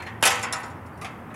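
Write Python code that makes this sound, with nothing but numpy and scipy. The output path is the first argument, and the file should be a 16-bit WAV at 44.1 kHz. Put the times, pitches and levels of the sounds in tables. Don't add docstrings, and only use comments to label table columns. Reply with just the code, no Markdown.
import sys
import numpy as np
from scipy import signal
from scipy.fft import rfft, irfft
from scipy.io import wavfile

SR = 44100
rng = np.random.default_rng(int(sys.argv[2]) if len(sys.argv) > 2 else 0)


def wrap_up_sound(samples):
    columns = np.atleast_2d(samples).T
    tamed = np.clip(columns, -1, 1)
    steps = np.round(tamed * 32767).astype(np.int16)
    wavfile.write(sys.argv[1], SR, steps)


N = 59535
T, FREQS = np.arange(N) / SR, np.arange(N // 2 + 1) * SR / N

# (f/Hz, relative level/dB)
AIR_SPECTRUM = [(25, -15), (50, -5), (90, -3.5), (200, -3), (400, -8.5), (650, -10.5), (1000, -8.5),
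                (1400, -12.5), (2000, -18.5), (2800, -28.5), (4000, -42.5), (7000, -44.5), (10500, -41),
                (13000, -43), (16000, -47)]
# (f/Hz, width/Hz, rms level/dB)
ENGINE_RESONANCES = [(88.4, 12, -48), (110.4, 7.9, -47.5), (161.5, 24, -60.5)]
# (t/s, level/dB)
HUM_ENVELOPE = [(0, -53), (0.7, -51), (1.1, -62.5), (1.22, -52), (1.3, -42), (1.35, -60)]
# (centre t/s, half duration/s, f/Hz, level/dB)
PINGS_AND_SQUEAK = [(-0, 0.031, 4190, -47.5), (0.076, 0.014, 4200, -51), (0.947, 0.021, 4620, -71)]
# (t/s, level/dB)
TICKS = [(0.208, -2.5), (0.414, 6.5), (0.582, 3), (0.599, 3), (0.655, -0.5), (0.68, -4.5), (0.859, -6),
         (0.974, -5.5), (1.015, 3.5), (1.105, -10)]
# (t/s, level/dB, chatter time/s)
CLACKS = [(0.428, -7, 0.01), (0.5254, -2.5, 0.0043), (0.5319, -10.5, 0.001), (0.559, -19, 0.0067),
          (0.632, -22.5, 0.0086), (0.701, -32, 0.0097), (0.863, -41, 0.0021)]
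# (t/s, level/dB, bass gain/dB, treble gain/dB, chatter time/s,
# f/Hz favoured by the struck spot, gain there/dB, gain of the frame's ring/dB)
KNOCKS = [(0.001, -20, 8.5, -19.5, 0.0073, 1300, -6.5, 1.5), (0.022, -30, 12, 2.5, 0.0063, 2000, 13, -3),
          (0.065, -21, -3, -9, 0.014, 1870, 9, -1), (0.226, -2.5, 6.5, 5, 0.0041, 1450, 10.5, -5),
          (0.237, -9, -1, 10.5, 0.0048, 2500, 11, -6.5), (0.2528, -3.5, 2.5, 12.5, 0.0084, 2330, 1.5, -3),
          (0.2645, -4, -11, -8, 0.0023, 2330, 4, -16), (0.2735, -8.5, -3.5, 12.5, 0.00065, 2000, 7.5, 0),
          (0.3045, -14.5, -12, 10, 0.0047, 2000, 11, 0), (0.319, -16.5, 7, 2.5, 0.0058, 800, 4, 2.5),
          (0.355, -18.5, 4.5, 2.5, 0.007, 2000, 7, -3.5), (0.392, -25, -33, 5, 0.0051, 2000, -3, 2),
          (0.433, -17, -7, -9.5, 0.01, 1960, 11.5, 4.5), (0.531, -15, -12, -4.5, 0.0086, 1090, 6.5, 3),
          (0.5994, -31, -8, -7, 0.0037, 850, 23, -6), (0.637, -22.5, 3, -15, 0.0033, 1900, 9, 1.5),
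          (1.013, -25.5, 20.5, 3, 0.0096, 1280, 8, -0.5), (1.045, -17.5, -10, -3, 0.015, 2230, 5, -4.5),
          (1.302, -33, 24, -19, .01, 1250, 7, 5.5), (1.342, -24, 15, -3, 0.01, 3450, -7, -1)]

# (f/Hz, relative spectral level/dB, T60/s)
YARD_BANDS = [(100, 18.5, 0.99), (1020, -3, 1), (4000, -14, 1), (15000, -10, 0.31)]
FITTING_BANDS = [(2000, 0, 0.039), (7000, -9, 0.078), (11000, -2, 0.097), (15000, -26, .03)]
HOUSING_BANDS = [(300, -12.5, 0.15), (2000, -12, 0.096), (4200, -5.5, 0.081), (6340, -7.5, 0.081),
                 (6900, 10.5, 0.087), (8400, -12, 0.077), (9540, -0.5, .06), (12400, -16.5, 0.053),
                 (16000, -37, 0.045)]
CRACK_BANDS = [(99, -23.5, 0.028), (283, -3, 0.1), (820, -3, 0.18), (1340, 3.5, .06), (2500, 3.5, 0.082),
               (4200, -8.5, 0.11), (7400, -11, 0.018), (10400, -6.5, 0.08), (12600, -21.5, 0.042),
               (16000, -33, 0.018)]
WEAK_MODE_BANDS = [(100, -31, 0.69), (268, -14, .35), (550, -9.5, 0.44), (790, 3.5, 0.6), (1460, 1, 0.37),
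                   (2500, -2, 0.58), (4200, -17, 0.48), (7070, -11.5, 0.16), (10200, -28, 0.5),
                   (15500, -50, .18)]
# (f/Hz, relative level/dB, T60/s)
LOCK_MODES = [(4500, -15, 0.06), (4720, -15, 0.28), (5336, -4.5, 0.11), (7030, -5, 0.066),
              (6800, -0.5, 0.061), (7650, -1, .06), (7700, -16, 0.046), (9730, -11, 0.046),
              (10330, -9, .06)]
FRAME_MODES = [(491.4, -7, 1), (677, -12.5, 0.083), (783, 1.5, 0.67), (969, -6.5, 0.9), (1087, 3.5, 0.38),
               (1280, 1.5, .6), (1303, 5, 0.39), (1512, -3, 0.95), (1540, -26, .5), (1737, -7, 0.4),
               (1970, -1, 0.43), (1970, 3, 0.26), (2193, -7.5, 0.42), (2466, -10, 0.22)]


def undb(db):
    return 10 ** (np.asarray(db) / 20)


def level(x, db):
    return x * undb(db) / np.sqrt(np.mean(x ** 2))


def along(table, hz, column=1):
    rows = np.array(table)
    return np.interp(np.log(hz + 1), np.log(rows[:, 0]), rows[:, column])


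def resonance(hz, width):
    return 1 / (1 + (2 * (FREQS - hz) / width) ** 2)


def noise(gain):
    return irfft(rfft(rng.standard_normal(N)) * gain, N)


def through(x, response):
    return signal.fftconvolve(x, response)[:N]


def colour(x, gain):
    cepstrum = irfft(np.log(gain), N)
    cepstrum[1:N // 2] *= 2
    cepstrum[N // 2:] = 0
    return through(x, irfft(np.exp(rfft(cepstrum)), N))


def damping(t60):
    return np.exp(-np.log(1000) * T / t60)


def dense_ring(table, mask=1):
    spectrum = rfft(rng.standard_normal(N)) * undb(along(table, FREQS)) * mask
    band = np.round(2 * np.log2(np.maximum(FREQS, 60)))
    return sum(irfft(spectrum * (band == k), N) * damping(along(table, 2 ** (k / 2), column=2))
               for k in np.unique(band))


def modal_ring(modes):
    return sum(rng.choice([-1, 1]) * undb(db) * np.sin(2 * np.pi * hz * T) * damping(t60)
               for hz, db, t60 in modes)


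def contact(start, chatter_s, bounces_per_s=1600, even_split_s=0.0036):
    age = T - start
    bounces = (rng.random(N) < bounces_per_s / SR) * rng.standard_normal(N)
    bounces *= (age > 0) * np.exp(-np.abs(age) / chatter_s)
    share = chatter_s / (chatter_s + even_split_s)
    force = bounces * np.sqrt(share / (np.sum(bounces ** 2) + 1e-12))
    force[int(max(start, 0) * SR)] += np.sqrt(1 - share)
    return force


def background():
    engine = sum(level(noise(resonance(hz, width)), db) for hz, width, db in ENGINE_RESONANCES)
    hum_db = np.interp(T, *np.array(HUM_ENVELOPE).T)
    hum = level(noise(resonance(hz=238, width=22)), hum_db)
    air = level(noise(undb(along(AIR_SPECTRUM, FREQS))), db=-41)
    return engine + hum + air


def yard_reflections(direct, build_up_s=0.033, gain_db=-15.5):
    response = dense_ring(YARD_BANDS) * (1 - np.exp(-(T / build_up_s) ** 2))
    return undb(gain_db) * through(direct, response / np.sqrt(np.sum(response ** 2)))


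def pings_and_squeak(width_hz=45):
    return sum(level(noise(resonance(hz, width_hz)), db) * np.exp(-((T - centre) / half) ** 2)
               for centre, half, hz, db in PINGS_AND_SQUEAK)


def fittings():
    force = sum(undb(db) * contact(start, chatter_s=0.0097) for start, db in TICKS)
    return through(force, level(dense_ring(FITTING_BANDS), db=-72))


def rung_locks():
    force = sum(undb(db) * contact(start, chatter_s) for start, db, chatter_s in CLACKS)
    lock = level(modal_ring(LOCK_MODES), db=-47)
    housing = level(dense_ring(HOUSING_BANDS), db=-44)
    return through(force, lock + housing)


def ladder(bass_hz=380, treble_hz=4000, mode_gap_hz=10.2, variants=5):
    bass = 1 / (1 + (FREQS / bass_hz) ** 4)
    treble = 1 - 1 / (1 + (FREQS / treble_hz) ** 4)
    gap_bins = mode_gap_hz * N / SR
    masks = np.exp(-np.maximum(rng.random((variants, len(FREQS))) * gap_bins - 1, 0))
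    strong_modes = level(modal_ring(FRAME_MODES), db=-39.5)
    frames = [strong_modes + level(dense_ring(WEAK_MODE_BANDS, mask), db=-34) for mask in masks]
    cracks = [level(dense_ring(CRACK_BANDS), db=-36) for _ in range(variants)]
    knocks = np.zeros(N)
    for k, (start, db, bass_db, treble_db, chatter_s, spot_hz, spot_db, ring_db) in enumerate(KNOCKS):
        spot = resonance(spot_hz, width=0.25 * spot_hz)
        gain = undb(db + bass_db * bass + treble_db * treble + spot_db * spot)
        force = colour(contact(start, chatter_s), gain)
        response = undb(ring_db) * frames[k % variants] + cracks[k % variants]
        knocks += through(force, response)
    return knocks


def scene():
    metal = ladder() + rung_locks() + fittings() + pings_and_squeak()
    return (metal + yard_reflections(metal) + background())[None]


def record(dry):
    low_hz, top_hz = 66, 15900
    high_pass = signal.butter(2, low_hz, "high", fs=SR, output="sos")
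    low_pass = signal.ellip(10, .2, 80, top_hz, fs=SR, output="sos")
    return signal.sosfilt(low_pass, signal.sosfilt(high_pass, dry))


dry = scene()
out = record(dry)
wrap_up_sound(out)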